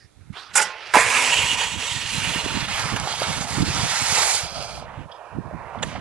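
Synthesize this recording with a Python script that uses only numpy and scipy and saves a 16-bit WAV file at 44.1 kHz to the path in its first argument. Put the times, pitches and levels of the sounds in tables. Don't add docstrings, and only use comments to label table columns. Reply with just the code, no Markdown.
import sys
import numpy as np
from scipy import signal
from scipy.fft import rfft, irfft, next_fast_len
from scipy.io import wavfile
from scipy.ndimage import uniform_filter1d, map_coordinates

SR = 44100
rng = np.random.default_rng(int(sys.argv[2]) if len(sys.argv) > 2 else 0)


def dump(signal):
    limited = np.clip(np.atleast_2d(signal).T, -1, 1)
    pcm = np.round(limited * 32767).astype(np.int16)
    wavfile.write(sys.argv[1], SR, pcm)


def voltage_ratio(decibels):
    exponent = np.asarray(decibels, float) / 20
    return 10 ** exponent


N = 264687

# start [s], hold [s], level [dB], sharpness [dB].
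DROPS = [
    (0.552, 0.027, -21, 8.5),
    (0.577, 0.03, -22, -2),
    (0.612, 0.017, -24, 5),
    (0.935, 0.054, -15.5, -7),
    (0.989, 0.03, -20.5, -1),
    (2.958, .008, -26.5, -2),
    (5.821, 0.017, -34, 1),
    (5.872, .0091, -54, 7),
    (5.951, 0.016, -38.5, -22),
]
# dB per dB of sharpness in board, hollow, crunch and hiss.
SHARPENS = (-0.33, 0.07, 0.65, 1.28)


def unit(x):
    return x / np.sqrt(np.mean(x ** 2) + 1e-20)


def along(points, hz):
    f, v = np.transpose(points)
    return np.interp(np.log(hz + 1), np.log(f + 1), v)


def curves(rows):
    s, *cols = np.transpose(rows)
    return np.array([np.interp(np.arange(N) / SR, s, c) for c in cols])


def wobble(rate):
    knots = rng.standard_normal(int(N * rate / SR) + 4)
    return map_coordinates(knots, [np.arange(N) * rate / SR])


def filtered(x, response):
    m = next_fast_len(N + 8192)
    return irfft(rfft(x, m) * response(np.fft.rfftfreq(m, 1 / SR)), m)[..., :N]


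def coloured(x, spectrum):
    closed = [(1, -120)] + list(spectrum) + [(SR / 2, -120)]
    return unit(filtered(x, lambda hz: voltage_ratio(along(closed, hz))))


def shovel():
    # frequency [Hz], density [dB per Hz].
    board_bed = [(220, -50), (330, -11.5), (450, -4), (600, -3), (800, -4), (1400, -3.5), (2000, -11.5)]
    crunch = [(2500, -14), (3600, 1), (4800, 4.5), (6000, -1.5), (7500, -23)]
    fine_hiss = [(4500, -71), (6000, -4), (7100, 1), (8500, -1.5), (10000, -5), (11800, -8.5)]
    snow = bodies(grains(2500, spread_db=1.5, share=0.48, patchy_db=1.5), depth=1.9)
    layers = [coloured(snow, board_bed), unit(hollow(snow)), coloured(snow, crunch), coloured(snow, fine_hiss)]
    scrape = sum(gain * layer for gain, layer in zip(contact(), layers))
    return scrape + (knocks() + ticks()) * [[1], [.3]]


def contact():
    # time [s], force [dB], sharpness [dB].
    distant = [(0, -56, 6), (.08, -60, -6), (.3, -56.5, -19), (.5, -65, 4), (2.15, -62, 7),
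               (4.3, -43.5, -20), (4.8, -42, -2), (5.0, -42.5, 17), (5.14, -46.5, -8), (5.3, -43, 7),
               (5.42, -46, 1), (5.54, -43, 5.5), (5.77, -39.5, 8.5), (6, -46, 12)]
    graze = [(.331, -50, 6), (.37, -40.5, 0), (.396, -41, 4), (.46, -47.5, -1.5), (.52, -47.5, -4.5)]
    drag = [(.54, -41.5, 21.5), (.66, -33.5, 7), (0.745, -41, -7), (.85, -39.5, -3.5), (.872, -37.5, 4),
            (.914, -38, -2), (.93, -39.5, 10)]
    long_push = [(.95, -33, -2), (1.03, -23, -0.5), (1.112, -22, 1), (1.28, -22.5, -0.35),
                 (1.44, -23.5, -1.6), (1.54, -26, 0.16), (1.62, -25, -1.7), (1.7, -32, 0.71),
                 (1.76, -30, 1)]
    shove = [(1.779, -31.5, 0.5), (1.9, -30, 3), (2.05, -31, -3), (2.13, -31, 5), (2.23, -28.5, 1),
             (2.35, -28, 2.5), (2.45, -33.5, 4.5), (2.62, -28.5, -5.5), (2.78, -30, 2)]
    passing = [(2.62, -58, -3.5), (2.8, -30.5, -1.7), (3, -38, -2), (3.06, -36, -0.5), (3.13, -34.5, -0.5),
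               (3.17, -35, -1), (3.23, -31, -3), (3.41, -35.5, 3), (3.6, -34.5, 2.5)]
    way_back = [(3.62, -35.5, -2), (3.8, -29.5, -5.5), (4.08, -31, 1), (4.18, -27.5, 0.5), (4.34, -32.5, 6),
                (4.5, -44, -0.5), (4.63, -41.5, -2), (4.8, -55, 5.5), (4.85, -61.5, -11)]
    restart = [(5.849, -47.5, 13.5), (5.9, -41, 5.5), (5.945, -38.5, -5), (6, -46, -16)]
    # board, hollow, crunch and hiss relative to the force [dB].
    voices = [
        (-5, -12, -37, -49),
        (0, -2.5, -25, -24.5),
        (-2.5, -2, -15.5, -26.5),
        (-7.5, 0.5, -15, -9),
        (-5, -1.5, -13, -11.5),
        (1, -0.5, -3.5, -4.5),
        (-4.5, -0.5, 0, 0.5),
        (-13, -1, -15, -19),
    ]
    # time [s], length [s], depth [dB].
    skips = [
        (1.07, 0.051, 2),
        (1.567, 0.014, 5.5),
        (1.762, 0.023, 5.5),
        (2.672, 0.019, 4.5),
        (2.947, 0.0055, 1),
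        (3.463, 0.03, 3.5),
        (3.59, .015, 1),
        (3.638, 0.0099, 5.5),
        (4.673, 0.024, 2),
        (5.075, 0.02, 11),
    ]
    skip_bites = (0.5, 1.4, 1.8, 1.2)
    # board, hollow, crunch and hiss [dB].
    drop_voice = (-4, -2.5, -21.5, -6)
    # time [s], drone [dB].
    lean = [(1, 2.5), (1.5, -1), (1.66, 4.5), (1.85, -0.5), (1.95, -11), (2.12, -8), (2.25, -4), (2.45, 8),
            (2.6, -6.5), (2.78, -9), (2.9, -4.5), (3.08, 4.5), (3.17, -6), (3.3, -1.5), (3.55, 1.5),
            (3.9, -3), (4.2, 4.5), (4.45, 5)]
    t = np.arange(N) / SR
    lift_db = sum(depth * np.exp(-((t - s) / length) ** 2) for s, length, depth in skips)
    strokes = (distant, graze, drag, long_push, shove, passing, way_back, restart)
    push = sum(map(stroke, voices, strokes))
    rough_db = 0.28 * wobble(22.83) + 0.77 * wobble(70)
    push = push * voltage_ratio(1.9 * (rough_db - np.outer(skip_bites, lift_db)))
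    push[0] *= voltage_ratio(2 * curves(lean)[0])

    drops = np.zeros((4, N + SR))
    t = t[:SR // 4]
    for s, hold, db, sharp_db in DROPS:
        shape = np.clip(t / 0.0052, 0, 1) * voltage_ratio(-60 * np.clip(t - hold, 0, 9) / 0.067)
        layer_db = db + np.add(drop_voice, np.multiply(SHARPENS, sharp_db))
        drops[:, round(s * SR):][:, :len(t)] += (voltage_ratio(layer_db)[:, None] * shape) ** 2
    return np.sqrt(push[:, None] + drops[:, None, :N] * [[1], [.36]])


def stroke(voice, rows):
    grows = (0.56, 0.011, 0.033, 0.15)
    attack_db_per_s, release_db_per_s = 2498, 245.5
    t = np.arange(N) / SR
    force_db, sharp_db = curves(rows)
    force_db = force_db - attack_db_per_s * np.clip(rows[0][0] - t, 0, 9)
    force_db = force_db - release_db_per_s * np.clip(t - rows[-1][0], 0, 9)
    tilt_db = np.outer(SHARPENS, sharp_db) + np.outer(grows, force_db - force_db.max())
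    return voltage_ratio(2 * (force_db + np.array(voice)[:, None] + tilt_db))


def grains(per_s, spread_db, share, patchy_db):
    hits = rng.random((2, N)) < per_s / SR
    cracks = hits * rng.standard_normal((2, N)) * voltage_ratio(spread_db * rng.standard_normal((2, N)))
    z = signal.stft(share * unit(cracks) + rng.standard_normal((2, N)), nperseg=256)[2]
    field = uniform_filter1d(rng.standard_normal(z.shape[1:]), size=2, axis=0)
    field = uniform_filter1d(field, size=14, axis=1)
    return signal.istft(z * voltage_ratio(patchy_db * unit(field)), nperseg=256)[1][:, :N]


def bodies(x, depth):
    # frequency [Hz], width [Hz], lift over the bed [dB].
    grazed = [(1320, 350, 1.5), (541, 170, -6.5), (2300, 500, 0)]
    held = [(537, 89, 1.5), (858, 105, 6.5), (1065, 54, -14.0), (1464, 96, 8.5), (4750, 38, 5),
            (5000, 46, 8.5), (5560, 120, 8.5), (6600, 60, -11.0), (7000, 58, 3.5), (8500, 50, 1.5)]
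    landed = [(454, 75, 1.6), (1014, 136, 4.8), (1340, 38, 1.7), (1673, 65, 4.1), (2193, 97, 1.1),
              (2450, 80, 1.9), (2700, 73, 2.01), (3920, 40, 2.8), (4500, 86, 3.3), (5040, 77, 5.8),
              (5500, 59, 3.5), (6780, 40, 3), (7500, 88, 2), (8120, 220, 1.6), (8900, 250, 3.4)]
    pushed = [(463, 37, 3.3), (953, 157, 6.6), (1900, 120, 4.9), (2200, 71, 3.6), (2460, 41, 3.9),
              (2725, 60, 3), (2900, 59, 3.7), (3290, 35, 4.6), (3630, 44, 2.3), (4340, 47, 4.3),
              (5380, 170, 2), (5920, 70, 6.4), (6590, 60, 4.5), (7110, 230, 4.6), (7860, 200, 5.5)]
    loaded = [(600, 190, 0.5), (914, 100, 4.5), (1840, 53, 3.5), (2530, 74, 4), (2300, 140, 1.5),
              (2830, 130, 4), (3390, 66, 2.5), (4140, 90, 3), (4900, 130, -1), (7100, 110, 1),
              (7840, 150, 1), (9400, 190, 0)]
    passed = [(820, 540, 3.9), (1310, 73, 2.2), (2198, 72, 3.8), (2870, 53, 2.5), (3200, 63, 2),
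              (4740, 200, 1.1), (6500, 68, 2)]
    second = [(858, 315, 5.2), (1348, 56, 2.7), (1900, 56, 2.2), (2220, 35, 3.3), (2600, 166, 0.6),
              (4300, 53, 1.4), (4780, 68, 3.2), (5480, 210, 2.3), (6160, 200, 1.5), (7170, 360, 2.7)]
    easing = [(680, 350, 6.5), (1000, 160, 1), (1297, 130, 3.5), (1900, 440, -3), (2360, 130, 3.5),
              (3330, 120, 3), (3630, 200, -3.5), (4900, 2000, 3.5), (7300, 1000, -1)]
    far = [(660, 500, 4.5), (960, 390, 4), (2010, 91, -7.5), (2130, 130, -6), (2600, 500, 0),
           (3350, 150, 1), (3570, 270, -2.5)]
    # time [s], fade [s].
    turns = [(.545, 0.009), (.68, 0.1), (.93, 0.017), (1.22, 0.31), (2.0, 0.26), (2.68, 0.11), (3.6, 0.46),
             (4.44, 0.14), (4.85, 0.058), (5.08, .04), (5.53, .08)]
    order = (grazed, held, held[2:3], landed, pushed, loaded, passed, second, easing, far[:2], far, far[:2])
    t = np.arange(N) / SR
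    fades = [np.clip((t - s) / fade + .5, 0, 1) for s, fade in turns]
    edges = np.array([np.ones(N)] + fades + [np.zeros(N)])

    def lift(f, modes):
        return unit(voltage_ratio(sum(depth * db / (1 + (2 * (f - c) / w) ** 2) for c, w, db in modes)))

    each = filtered(x, lambda f: np.array([[lift(f, modes)] for modes in order]))
    return np.sum(-np.diff(edges, axis=0)[:, None] * each, axis=0)


def hollow(x):
    # time [s], centre [Hz], width [share of centre].
    pocket = [(.335, 2300, 0.25), (.38, 3500, 0.18), (0.43, 4500, 0.26), (.47, 4300, 0.65),
              (.52, 2020, 0.59), (.9, 2570, 0.31), (.93, 2040, 0.31), (1.08, 2200, 0.3), (1.18, 2420, 0.23),
              (1.28, 2730, 0.16), (1.45, 2870, 0.18), (1.62, 2950, 0.23), (1.9, 2950, 0.29),
              (2.1, 2900, 0.68), (2.25, 2460, 0.37), (2.42, 2820, 0.38), (2.62, 2840, 0.71),
              (2.78, 2300, 0.47), (2.95, 1970, 0.73), (3.13, 3130, 0.45), (3.3, 2340, 0.71),
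              (4.34, 2280, 0.42), (4.73, 2540, 0.53), (5.13, 2630, 0.37), (5.32, 2300, 0.5),
              (5.55, 1910, 0.4), (5.7, 2200, 0.56), (6, 2300, 0.42)]
    # time [s], limit [Hz].
    reach = [(0, 6000), (.5, 5540), (.54, 11000), (.7, 9000), (.74, 5500), (.9, 6500), (.93, 16000),
             (4.8, 16000), (4.86, 3400), (5, 3900), (5.06, 3500), (5.17, 3780), (5.22, 3000), (5.39, 3000),
             (5.43, 2600), (5.62, 2700), (5.66, 3000), (5.8, 3100), (5.84, 9000)]
    hz, t, z = signal.stft(x, SR, nperseg=256)
    hz = hz[:, None]
    s, centre, breadth = np.transpose(pocket)
    off = (hz / np.interp(t, s, centre) - 1) / np.interp(t, s, np.clip(breadth, .1, 2))
    gain = 1 / (1 + (2 * off) ** 2) ** 0.45 + 0.28 / (1 + off ** 10)
    gain = gain / (1 + (700 / (hz + 1)) ** 4)
    gain = gain * (voltage_ratio(-13) + 1 / (1 + (hz / np.interp(t, *np.transpose(reach))) ** 19))
    return signal.istft(z * gain / np.linalg.norm(gain, axis=0), SR, nperseg=256)[1][:, :N]


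def knocks():
    # time [s], peak [dB], pitch [Hz], crack [dB].
    lumps = [(.3295, -48, 1980, 1), (.939, -21, 1520, -2), (0.947, -3, 960, -12), (0.955, 3, 867, -11.5),
             (.961, -3, 905, -12), (.978, -9, 500, -20), (0.966, -6.5, 284, -29), (0.9705, 2, 960, -16),
             (.976, -11, 2120, -10), (0.989, -7, 700, -22), (2.687, -19, 1340, -14), (2.961, -27, 950, -12),
             (2.964, -19, 2830, -10), (3.126, -19, 3200, -10), (2.487, -34.5, 2870, -12),
             (2.999, -19.5, 7700, 2), (3.074, -14.5, 780, -10), (3.148, -27, 5200, -3),
             (3.139, -16.5, 844, -36), (3.2, -20.5, 4600, 4.5), (3.2195, -9, 680, -16),
             (4.181, -17, 500, -20), (4.625, -29, 4600, 0), (4.682, -28, 775, -20.5),
             (4.825, -25, 680, -23), (5.458, -28, 942, -21), (5.511, -23.5, 600, -31),
             (5.536, -27, 734, -29.5), (5.748, -22, 1000, -29), (5.7565, -21, 700, -27),
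             (5.954, -26, 805, -25)]
    # frequency [Hz], level [dB], 60 dB decay [s].
    ring_modes = [(867, 0, .6), (1059, 0, 0.66), (1410, 11.5, 0.28), (1720, 0, 0.25), (1984, 3, 0.54)]
    out = np.zeros(N + SR)
    t = np.arange(SR // 10) / SR
    for s, db, hz, crack_db in lumps:
        tap = voltage_ratio(-60 * t / 0.018) * np.sin(2 * np.pi * hz * t) * (1 - np.exp(-t / 0.00027))
        crack = voltage_ratio(crack_db - 60 * t / 0.0099) * rng.standard_normal(len(t))
        out[round(s * SR):][:len(t)] += voltage_ratio(db) * (crack + tap)
    t = np.arange(SR) / SR
    ring = 0
    for hz, db, t60 in ring_modes:
        flutter_db = 4.5 * wobble(30.3)[:SR]
        ring = ring + voltage_ratio(db - 29.0 - 60 * t / t60 + flutter_db) * np.sin(2 * np.pi * hz * t)
    out[round(DROPS[0][0] * SR):][:SR] += ring * (1 - np.exp(-t / 0.0071))
    return filtered(out[:N], lambda hz: (1j * hz / (170 + 1j * hz)) ** 2)


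def ticks():
    # (frequency [Hz], width [Hz], level [dB]).
    scratches = [
        ((-0.05, 0.13, -61), [(1810, 90, 6), (4930, 310, -1)]),
        ((1.04, 0.29, -47.5), [(254, 9.2, 0)]),
        ((0.512, 0.18, -54.5), [(190, 13.4, 0)]),
        ((5.1, 0.09, -59.5), [(3400, 155, 2), (5000, 180, -2)]),
        ((5.113, 0.014, -44.5), [(3130, 60, -7), (3320, 60, 0), (3630, 50, -12), (4780, 50, -11), (5300, 80, -16)]),
        ((5.785, 0.0073, -48.5), [(3520, 130, 6), (5030, 110, -20)]),
        ((5.826, 0.012, -23), [(554, 51, -7), (880, 150, -13), (1770, 47, -1), (2950, 62, -8), (3250, 190, -7.5), (7100, 120, -8)]),
    ]
    t, out = np.arange(N) / SR, 0
    for (s, length, db), modes in scratches:
        def edge(f):
            return sum(voltage_ratio(g) * (1j * f * 4 * w / (c * c - f * f + 4j * f * w)) ** 2 for c, w, g in modes)

        scratch = np.sin(np.pi * np.clip((t - s) / length, 0, 1)) * rng.standard_normal(N)
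        out = out + voltage_ratio(db) * unit(filtered(scratch, edge)) * np.sqrt(length * SR / N)
    return out


def ports(streams):
    # time [s], left lag [us], left minus right [dB].
    bearing = [(0, 3, -10), (1.2, 11.5, -6), (2, 23, -7.5), (2.7, 58, -7), (3.5, 58, -7), (4.6, 65.4, -8),
               (5.5, 42, -12), (6, 59, -7.5)]
    # frequency [Hz], left-right likeness [0 to 1].
    alike = [(400, .92), (1200, .94), (3000, .86), (7000, .78), (11000, .6)]

    def split(hz):
        turn = np.arccos(np.clip(along(alike, hz), -1, 1)) / 2
        return np.array([np.cos(turn), np.sin(turn)])

    direct, scattered = filtered(streams, split)
    lag_us, pan_db = curves(bearing)
    left = map_coordinates(direct + scattered, [np.arange(N) - lag_us * SR / 1e6], order=3)
    return np.array([left * voltage_ratio(pan_db / 2), (direct - scattered) * voltage_ratio(-pan_db / 2)])


def wind():
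    # frequency [Hz], density [dB per Hz].
    buffet = [(12, -55.5), (20, 6.5), (56, 7.5), (118, 5), (255, -4.5), (414, -16.5), (455, -16),
              (500, -19), (650, -52), (1100, -120)]
    # time [s], peak [dB], pitch [Hz], left minus right [dB].
    pops = [
        (0.299, -25.5, 145, -21.5),
        (3.57, -20.5, 156, -10),
        (3.581, -15.5, 264, -19),
        (3.629, -17, 190, -13),
        (3.6003, -13, 168, -20),
        (5.383, -17, 246, -24),
    ]
    eddies = [(1.189, -31.5, 440, -4), (1.356, -31, 140, -14.5), (1.433, -28, 114, -1),
              (1.527, -25, 226, -23.5), (1.737, -28, 147, -18.5), (1.912, -27, 102, -28.5),
              (1.964, -29, 151, -17), (2.046, -32, 117, -16.0), (2.132, -33, 202, -21),
              (2.177, -18.5, 144, -18), (2.269, -21.5, 141, -14.0), (2.357, -19, 238, -13),
              (2.459, -16.5, 302, -20.5), (2.568, -18, 187, -23), (2.851, -19.5, 131, -13.5),
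              (2.931, -31, 151, -16.5), (2.998, -21, 138, -20), (3.138, -38, 131, -16.5),
              (3.215, -20, 394, -4), (3.264, -33, 137, -12.0), (3.305, -19.5, 120, -16),
              (3.406, -19.5, 176, -25), (3.504, -27, 183, -15), (3.6, -17, 263, -14),
              (3.697, -17.5, 126, -5), (3.762, -34, 150, -2.0), (3.786, -28, 135, 7),
              (3.83, -15.5, 139, -26), (3.932, -32, 167, -24), (4.014, -24.5, 172, -26.5),
              (4.12, -20.5, 156, -25), (4.18, -34, 444, -7), (4.429, -25, 103, -15),
              (4.563, -26.5, 153, -25), (4.971, -27, 118, -9), (5.345, -26, 102.5, -20)]
    buffet_db, pan_db = gusts()
    lumps = voltage_ratio(5.4 * np.array([wobble(35), wobble(35)]))
    rumble = lumps * coloured(rng.standard_normal((2, N)), buffet)
    rumble = rumble / np.sqrt(np.abs(uniform_filter1d(rumble ** 2, size=4000)) + 0.014)
    deep = filtered(rumble, lambda hz: 1 / (1 + (hz / 170) ** 4))
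    rumble = deep + (rumble - deep) * voltage_ratio(buffet_db + 31.0)
    low_cut_hz = np.array([[30], [90]])
    rumble = filtered(rumble, lambda hz: hz ** 2 / (hz ** 2 + low_cut_hz ** 2))
    sides = voltage_ratio(np.array([pan_db, -pan_db]) / 2)
    out = voltage_ratio(buffet_db + 6.0) * rumble * sides / np.hypot(*sides)

    t = np.arange(-SR // 50, SR // 20) / SR
    for s, db, hz, pan in pops + [(s, db - 2, hz, pan) for s, db, hz, pan in eddies]:
        u = t * hz - 1
        pop = 1.75 * np.exp(-(u / 0.56) ** 2) * np.cos(2 * np.pi * u)
        out[:, round((s + t[0]) * SR):][:, :len(t)] += voltage_ratio([[db + min(pan, 0)], [db]]) * pop
    return out


def gusts():
    # time [s], spread [s], level [dB], left minus right [dB].
    puffs = [(.054, 0.043, -48.5, -18), (.216, 0.052, -41, -37), (.31, 0.044, -39, -17),
             (.55, 0.048, -48.5, -21), (.64, 0.043, -53.5, -8), (1.03, 0.067, -34, -9.5),
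             (1.16, 0.08, -40, -17), (1.43, 0.054, -32, 0), (1.54, 0.28, -35.5, -21),
             (1.77, 0.056, -31.5, -21), (1.98, 0.062, -32.5, -32), (2.25, 0.18, -31, -14),
             (2.55, 0.11, -27.5, -16.5), (2.75, 0.1, -35, 0), (2.94, 0.11, -26.5, -18),
             (3.33, 0.14, -30, -14), (3.63, 0.091, -23.5, -12), (3.82, 0.073, -28, -10),
             (4.03, 0.022, -31.5, -27), (4.14, 0.14, -34.5, -18), (4.34, 0.041, -45, -15.5),
             (4.45, 0.075, -37.5, -10.5), (4.579, 0.05, -33.5, -11), (4.8, 0.14, -36.5, -7),
             (5.01, 0.051, -32.5, -19.5), (5.385, 0.044, -30.5, -16), (5.54, 0.095, -31.5, -15),
             (5.82, 0.057, -31, -17.5), (5.96, 0.14, -31, -14)]
    calm_db, calm_pan_db = -57, -20.5
    s, spread, db, pan = np.transpose(puffs)[:, :, None]
    t = np.arange(0, N, 64) / SR
    power = voltage_ratio(2 * (db - 6 * np.abs((t - s) / spread) ** 1.8))
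    calm = voltage_ratio(2 * calm_db)
    total = power.sum(axis=0) + calm
    pan_db = ((power * pan).sum(axis=0) + calm * calm_pan_db) / total
    return curves(np.transpose([t, 10 * np.log10(total), pan_db]))


def air():
    # frequency [Hz], density [dB per Hz].
    open_air = [(180, -35), (300, 8), (838, 1), (2340, -22), (3540, -0.5), (4740, -5.5), (10400, -8),
                (11700, -9), (15200, -57.5), (22000, -120)]
    draught = [(18, -20.5), (50, -0.5), (130, -18), (300, -5)]
    hiss = voltage_ratio(-64.5 + np.array([[-3], [5]])) * coloured(rng.standard_normal((2, N)), open_air)
    return hiss + voltage_ratio([[-70], [-65]]) * coloured(rng.standard_normal((2, N)), draught)


def scene():
    return ports(shovel()) + wind() + air()


def top_cut(x):
    return signal.sosfilt(signal.butter(12, 11860, fs=SR, output="sos"), x)


def record(dry):
    held_back = dry / (1 + np.abs(dry / 1.07) ** 8) ** (1 / 8)
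    top_hz, fall_hz_per_db = 11470, 2.8
    mix = filtered(held_back, lambda hz: voltage_ratio(-np.clip(hz - top_hz, 0, 400) / fall_hz_per_db))
    return top_cut(mix)


dry = scene()
out = record(dry)
dump(out)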